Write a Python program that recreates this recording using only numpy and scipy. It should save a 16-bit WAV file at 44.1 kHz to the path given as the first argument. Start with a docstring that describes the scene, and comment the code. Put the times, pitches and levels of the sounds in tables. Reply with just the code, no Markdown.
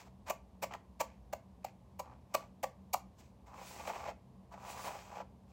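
"""A cushion hairbrush works through long knotted hair close to a small microphone in a quiet bedroom.
Short tugs tear through the ends: bristles flick free in a crackle of impulses, and the pad thuds back
as a set of struck resonances. Two long strokes follow, filtered streams of tiny flicks that hiss at the
top and snag lower down, with short rubs around them. The room adds a decaying diffuse tail,
and filtered noise below it all makes soft moving air and a low ventilation hum."""
import sys
import numpy as np
from scipy import signal
from scipy.fft import rfft, irfft, next_fast_len
from scipy.io import wavfile
from scipy.ndimage import uniform_filter1d

SR = 44100
rng = np.random.default_rng(int(sys.argv[2]) if len(sys.argv) > 2 else 0)


def log_audio(samples):
    """Write samples as a 16-bit WAV file to the path given in sys.argv[1]."""
    # one column per channel
    frames = np.atleast_2d(samples).T
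    # limit to full scale, then quantise
    limited = np.clip(frames, -1, 1)
    pcm = np.round(limited * 32767).astype(np.int16)
    wavfile.write(sys.argv[1], SR, pcm)


N = 243843
T = np.arange(N) / SR

# Short tugs, each tearing out of a knot in two steps; levels and spread are those of the second step:
# (start_s, spread_s, crackle_db, scrape_db, thud_db, pitch_hz, thud_lag_s, first_step_lead_s,
#  first_step_pitch_hz)
TUGS = [(.304, 0.0032, -40, -43.5, -33.5, 648, .0023, .003, 843),
        (.636, .0042, -42, -42.5, -34.5, 593, 0.00086, 0.0072, 800),
        (.739, 0.00099, -59, -48.5, -49, 990, .004, 0.00078, 810),
        (1.01, 0.004, -38.5, -41.5, -32, 910, 0.00047, .002, 548),
        (1.334, 0.0023, -48.5, -49.5, -35, 687, 0.00052, 0.0024, 647),
        (1.649, 0.0021, -50, -57, -40, 729, 0.00017, 0.0011, 865),
        (1.9998, 0.0027, -48, -55.5, -39, 797, 0.00025, 0.0048, 970),
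        (2.3483, 0.0026, -37.5, -39, -28, 1158, 0.00149, 0.0017, 556),
        (2.640, 0.0024, -43, -43.5, -32.5, 766, 0.0012, .0065, 517),
        (2.940, 0.00271, -34.5, -55, -29, 714, 0.0045, .004, 736)]
# Small tangles that the brush jerks through during a stroke: (start_s, spread_s, thud_db, pitch_hz)
TANGLES = [(3.543, 0.0018, -53, 1060), (3.588, .007, -49, 1010), (3.617, .007, -49.5, 964),
           (3.803, .007, -44.5, 880), (3.877, 0.0014, -39, 870), (3.899, 0.0029, -39.5, 864),
           (3.959, 0.0057, -42, 960), (4.062, 0.0029, -44.5, 596), (4.088, 0.00714, -37, 597),
           (4.541, 0.0026, -54.5, 870), (4.68, 0.0061, -47.5, 905), (4.871, 0.0094, -40, 730),
           (4.95, 0.0043, -45.5, 680), (5.172, .008, -46.5, 790), (5.207, .006, -46, 690)]
FIRST_STEP_DB, FIRST_SPREAD = -5.5, 0.66  # the first step is weaker and shorter than the second
FIRST_TOP_DB, SECOND_TOP_DB = 8.5, -5.5  # treble of the crackle in each step
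TANGLE_CRACKLE_DB, TANGLE_SCRAPE_DB = -20.5, -9  # relative to the thud
TANGLE_LAG_S, TANGLE_TOP_DB = 0.00045, -6


def knots():
    """Stick-slip release: a knot gives way in two quick steps, a tangle in a single softer, duller snap."""
    steps = []
    for start_s, spread, *levels_db, hz, lag, lead, first_hz in TUGS:
        first_db = np.add(levels_db, FIRST_STEP_DB)
        steps.append((start_s - lead, FIRST_SPREAD * spread, *first_db, first_hz, lag, FIRST_TOP_DB))
        steps.append((start_s, spread, *levels_db, hz, lag, SECOND_TOP_DB))
    for start_s, spread, thud_db, hz in TANGLES:
        levels_db = (thud_db + TANGLE_CRACKLE_DB, thud_db + TANGLE_SCRAPE_DB, thud_db)
        steps.append((start_s, spread, *levels_db, hz, TANGLE_LAG_S, TANGLE_TOP_DB))
    out = np.zeros(N)
    for start_s, *knot in steps:
        sound = snap(*knot)
        first = int(start_s * SR) - len(sound) // 2
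        out[first:first + len(sound)] += sound
    return out


# Spectrum of the bristle ticks: (frequency_hz, level_db)
CRACKLE_SPECTRUM = [(200, -20), (1000, 19), (1300, -23), (1700, -10), (2300, 12.5), (2900, -3.5),
                    (3450, -2.5), (4300, 4), (5000, 4.5), (7600, 8), (9500, -2.5), (12500, 4.5),
                    (15500, 1.5)]
# Narrow resonances that colour the crackle, as from the microphone or a near reflection:
# (frequency_hz, width_hz, level_db over the plain crackle)
CRACKLE_RESONANCES = [(2890, 94, 9), (6040, 51, -2), (6720, 110, -3), (13000, 140, -4), (14700, 91, 11),
                      (14700, 130, -12)]
# Spectrum of hair scraping on bristles, in the snaps and the strokes: (frequency_hz, level_db)
SCRAPE_SPECTRUM = [(200, 3), (500, 8), (1250, -2.5), (1500, 4.5), (1750, 5), (2150, 7), (2500, 9.5),
                   (2800, 0.5), (3100, 1.5), (3500, -5), (6000, -5.5), (7900, -12), (9000, -34),
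                   (16000, -39)]
# Radiation of the thud from the brush: (frequency_hz, level_db)
RADIATION_SPECTRUM = [(200, 2.5), (300, -1.5), (410, -19.5), (520, 0.5), (1200, -3.5), (1500, -10.5)]


def snap(spread, crackle_db, scrape_db, thud_db, hz, lag, top_db,
         spring_width_hz=130, spring_db=-5, rattle_db=-2, size=4096):
    """Release of elastic energy: bristles tick free in a rush, and the bent pad springs back just after."""
    t = (np.arange(size) - size // 2) / SR
    # the bristles go almost together, so the burst has steep edges
    rush = np.exp(-np.abs(t / (2.65 * spread)) ** 3)

    ticks = flicks(rate=5500, scatter_db=10.5, size=size) * rush
    crackle = colour(colour(ticks, CRACKLE_SPECTRUM), [(7000, 0), (11000, top_db)])
    crackle = crackle + sum(undb(db) * ring(crackle, f, width) for f, width, db in CRACKLE_RESONANCES)

    scrape = colour(flicks(rate=4400, scatter_db=0.5, size=size) * rush, SCRAPE_SPECTRUM)

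    kicks = flicks(rate=3000, scatter_db=2.0, size=size) * bell(t, lag, spread)
    rattle = pad(kicks, hz, reach_octaves=1.1)
    # the release itself is one push, which swells and dies within a few cycles
    push = signal.unit_impulse(size, np.searchsorted(t, lag - spread / 2))
    spring = ring(ring(push, hz, spring_width_hz), hz, spring_width_hz)
    thud = colour(undb(rattle_db) * unit(rattle) + undb(spring_db) * unit(spring), RADIATION_SPECTRUM)

    mix = undb(crackle_db) * unit(crackle) + undb(scrape_db) * unit(scrape) + undb(thud_db) * unit(thud)
    # levels are those of the energy gathered into a hundredth of a second
    return np.sqrt(SR / 100 / size) * mix


# Modes of the brush pad and back: (frequency_hz, width_hz, level_db before weighting by the focus)
PAD_MODES = [(565, 200, 5.5), (685, 105, 1.5), (824, 111, 4), (975, 51, 3), (1139, 34, 7), (1426, 99, -6)]


def pad(x, focus_hz, reach_octaves, low_hz=440, high_hz=1400):
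    """Modal resonance: modes near the focus ring most; the body is too small for bass, too soft for treble."""
    body = 0
    for hz, width, db in PAD_MODES:
        distance = np.log2(hz / focus_hz) / reach_octaves
        body = body + undb(db) * ring(x, hz, width) / (1 + distance ** 2)
    band = signal.butter(2, [low_hz, high_hz], "band", fs=SR, output="sos")
    return signal.sosfilt(band, body)


# Spectrum of strands sliding past bristles: (frequency_hz, level_db)
HISS_SPECTRUM = [(200, -5.5), (700, 9), (1700, -2), (2600, 3), (3400, 1), (4400, 2.5), (6200, 3.5),
                 (7900, 3.5), (8600, -7), (10000, -16), (12500, -5), (14800, -10)]
# Spectrum of the top hiss: (frequency_hz, level_db)
SHEEN_SPECTRUM = [(4000, -32), (7500, 6.5), (9000, 8.5), (11000, 5.5), (13000, -12), (14800, 7),
                  (16000, 14)]


def brushing(hiss_db=1, drag_db=-1, scrape_db=1, sheen_db=3.0, catch_db=2):
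    """Sliding friction: strands hiss past the bristles, which flick back, scraping and ringing the pad."""
    slide, drag, scrape, sheen, pad_hz = gestures()
    catch = undb(catch_db * walk(rate=180))  # tangles hold and let go unevenly
    strands = flicks(rate=24000, scatter_db=5.5)
    tips = flicks(rate=22000, scatter_db=5)
    bristles = flicks(rate=2600, scatter_db=7.5) * catch
    tangles = flicks(rate=2600, scatter_db=7.5) * catch
    return (undb(hiss_db) * slide * unit(colour(strands, HISS_SPECTRUM))
            + undb(sheen_db) * sheen * unit(colour(tips, SHEEN_SPECTRUM))
            + undb(scrape_db) * scrape * unit(colour(tangles, SCRAPE_SPECTRUM))
            + undb(drag_db) * drag * unit(pad(bristles, pad_hz, reach_octaves=0.3)))


# All levels in these three tables are before the mix gains of brushing().
# Speed of the brush down each long stroke, as the level of its hiss: one list a stroke of (time_s, level_db)
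SPEED_CURVES = [
    [(3.47, -72.5), (3.53, -79), (3.564, -68.5), (3.68, -56.5), (3.856, -61.5), (3.88, -54), (3.922, -62),
     (4.056, -65), (4.09, -83), (4.108, -69)],
    [(4.52, -75), (4.526, -68.5), (4.562, -78.5), (4.71, -54), (4.748, -60), (4.878, -52), (4.892, -58),
     (5.114, -69), (5.186, -67.5), (5.215, -90)],
]
# Drag of the hair on the bristles, as the level of the pad: one list a stroke of (time_s, level_db)
DRAG_CURVES = [
    [(3.47, -61), (3.622, -52.5), (3.65, -60), (3.868, -50.5), (3.9, -39.5), (3.926, -50.5), (4.108, -45.5)],
    [(4.52, -56.5), (4.544, -51), (4.554, -54.5), (4.852, -46), (4.862, -44), (5.064, -59), (5.215, -44)],
]
# Short rubs of brush and hand on the hair: (centre_s, spread_s, hiss_db, pad_db, scrape_db)
SHORT_RUBS = [(.005, 0.014, -63, -54.5, -61), (.067, 0.01, -72.5, -60.5, -75),
              (.272, 0.0042, -62.5, -49, -62), (0.286, 0.0036, -56, -42, -49),
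              (0.712, 0.0019, -75, -44, -60), (.724, 0.0038, -70, -49, -57),
              (0.749, 0.0051, -65, -44, -58.5), (1.115, 0.027, -89, -80, -72),
              (1.676, 0.017, -81, -76, -67), (2.096, 0.032, -98, -57.5, -72),
              (2.391, 0.031, -70, -55.5, -67.5), (3.2, 0.0078, -67, -67.5, -82),
              (3.24, 0.031, -76, -77, -78.5), (5.505, 0.014, -79, -74, -80)]
ENTER_S, LEAVE_S = 0.014, 0.021  # the bristles sink into the hair, and slip off its ends
PAD_TOP_HZ, PAD_ENDS_HZ, PAD_RUB_HZ = 917, 820, 856  # the pad rings lower as hair gathers in it
SCRAPE_TOP_DB, SCRAPE_ENDS_DB = -6.5, -3  # relative to the mean of hiss and pad; the ends are more tangled
SHEEN_TOP_DB, SHEEN_ENDS_DB = 4.5, -1  # smooth hair near the scalp has more top hiss than the ends
# top hiss grows faster than hiss, and equals it at this level before the two settings above
SHEEN_EVEN_DB, SHEEN_POWER = -48.5, 1.61


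def gestures():
    """Friction control: speed and drag set the gains of hiss, pad, scrape and top hiss, and pad pitch falls."""
    gains = np.zeros((3, N))  # hiss, pad, scrape
    gloss_db = np.zeros(N)
    pad_hz = np.full(N, float(PAD_RUB_HZ))
    for speed, drag in zip(SPEED_CURVES, DRAG_CURVES):
        start, end = speed[0][0], speed[-1][0]
        contact = np.interp(T, [start - ENTER_S, start, end, end + LEAVE_S], [0, 1, 1, 0])

        def down(top, ends):
            """Linear interpolation from the scalp to the ends."""
            return np.interp(T, [start, end], [top, ends])

        hiss_db = np.interp(T, *np.transpose(speed))
        pad_db = np.interp(T, *np.transpose(drag))
        # scraping takes both speed and drag
        scrape_db = (hiss_db + pad_db) / 2 + down(SCRAPE_TOP_DB, SCRAPE_ENDS_DB)
        gains += contact * undb([hiss_db, pad_db, scrape_db])
        gloss_db += contact * down(SHEEN_TOP_DB, SHEEN_ENDS_DB)
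        pad_hz = np.where(contact > 0, down(PAD_TOP_HZ, PAD_ENDS_HZ), pad_hz)
    for centre_s, spread, *levels_db in SHORT_RUBS:
        gains += undb(levels_db)[:, None] * bell(T, centre_s, spread)
    sheen = undb(SHEEN_EVEN_DB + gloss_db) * (gains[0] / undb(SHEEN_EVEN_DB)) ** SHEEN_POWER
    return (*gains, sheen, pad_hz)


def flicks(rate, scatter_db, size=N):
    """Random impulse train: single bristles let go at random moments, some much harder than others."""
    happens = rng.random(size) < rate / SR  # rate is the mean number a second
    sign = np.sign(rng.random(size) - .5)
    strength = np.clip(rng.standard_normal(size), -2, 2)
    return happens * sign * undb(scatter_db * strength)


def walk(rate):
    """Slow random modulation: levels held 1 / rate s and smoothed, scaled to rms 1."""
    hold = int(SR / rate)
    steps = np.repeat(rng.standard_normal(N // hold + 1), hold)
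    return unit(uniform_filter1d(steps, hold)[:N])


# Bedroom reverberation, the time to decay by 60 dB: (frequency_hz, t60_s)
DECAY_TIMES = [(300, 0.25), (900, 0.26), (2500, 0.23), (7000, 0.18), (15000, 0.12)]
# Spectrum that colours the tail: (frequency_hz, level_db)
TAIL_SPECTRUM = [(300, 3.5), (680, -3.5), (1100, -5.5), (2400, 0), (5000, -1.5), (15000, 0.5)]


def room(x, wet_db=-13, first_s=0.0058, size=22050):
    """Diffuse reverberation: walls and doors return a short tail whose highest treble dies first."""
    t = np.arange(size) / SR
    hz = np.fft.rfftfreq(size, 1 / SR)
    noise = rfft(rng.standard_normal(size))
    centres = [f for f, t60 in DECAY_TIMES]
    tail = 0
    # overlapping bands, each with its own exponential decay
    for (f, t60), pick in zip(DECAY_TIMES, np.eye(len(centres))):
        weight = read(list(zip(centres, pick)), hz)
        tail = tail + irfft(noise * weight, size) * np.exp(-np.log(1000) * t / t60)
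    onset = np.clip(t / first_s - 1, 0, 1)  # silent until first_s, full at twice that
    tail = colour(tail * onset, TAIL_SPECTRUM)
    return x + undb(wet_db) * signal.fftconvolve(x, unit(tail) / np.sqrt(size))[:N]


# Spectrum of the moving air: (frequency_hz, level_db)
AIR_SPECTRUM = [(25, -15.5), (42, -13.5), (60, 14), (100, 10.5), (150, -0.5), (220, 7.5), (310, -3),
                (600, -3.5), (1050, -7), (1350, -21.5), (2600, -24.5), (4000, -27), (13500, -36),
                (15500, -44)]
# Ventilation hum: (pitch_hz, half_width_hz of each of two resonators in series, level_db)
HUM_TONES = [(58.7, 4, -68.5), (73.4, 3.6, -70.5), (87, 13, -79), (128.2, 3.6, -69), (189.1, 7.7, -64)]


def ventilation(air_db=-61.5):
    """Filtered noise: soft broadband air, and narrow resonances of noise as a few wavering hum tones."""
    out = undb(air_db) * unit(colour(rng.standard_normal(N), AIR_SPECTRUM))
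    for hz, half_width, db in HUM_TONES:
        tone = ring(ring(rng.standard_normal(N), hz, 2 * half_width), hz, 2 * half_width)
        out = out + undb(db) * unit(tone)
    return out


def undb(db):
    """Logarithmic level: decibels to amplitude gain."""
    return 10 ** (np.asarray(db) / 20)


def unit(x):
    """Root-mean-square normalisation to 1."""
    return x / np.sqrt(np.mean(x ** 2))


def bell(t, centre, spread):
    """Gaussian envelope: a smooth swell whose power has the given spread in time."""
    return np.exp(-((t - centre) / (2 * spread)) ** 2)


def ring(x, hz, width_hz):
    """Second-order resonance, gain 1 at its centre."""
    return signal.lfilter(*signal.iirpeak(hz, hz / width_hz, fs=SR), x)


def read(points, hz):
    """Linear interpolation of (frequency_hz, value) points on a log-frequency axis."""
    f, value = np.transpose(points)
    return np.interp(np.log(hz + 1), np.log(f), value)


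def colour(x, points):
    """Minimum-phase filter: a causal response with the given spectrum, built from its cepstrum."""
    size = next_fast_len(len(x) + 4096, real=True) // 2 * 2
    gain = undb(read(points, np.fft.rfftfreq(size, 1 / SR)))
    cepstrum = irfft(np.log(gain))
    # folding the cepstrum onto positive time makes the filter causal
    cepstrum[1:size // 2] *= 2
    cepstrum[size // 2 + 1:] = 0
    return irfft(rfft(x, size) * np.exp(rfft(cepstrum)))[:len(x)]


def scene():
    """Superposition: brush and hair excite the bedroom, and the ventilation is added."""
    brush = knots() + brushing()
    return (room(brush) + ventilation())[None]


def record(dry, low_hz=32, top_hz=15900):
    """Band limiting: the small microphone drops the deepest bass, and the recorder cuts the top."""
    high_pass = signal.butter(2, low_hz, "high", fs=SR, output="sos")
    low_pass = signal.ellip(10, .2, 70, top_hz, fs=SR, output="sos")
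    return signal.sosfilt(low_pass, signal.sosfilt(high_pass, dry))


dry = scene()
out = record(dry)
log_audio(out)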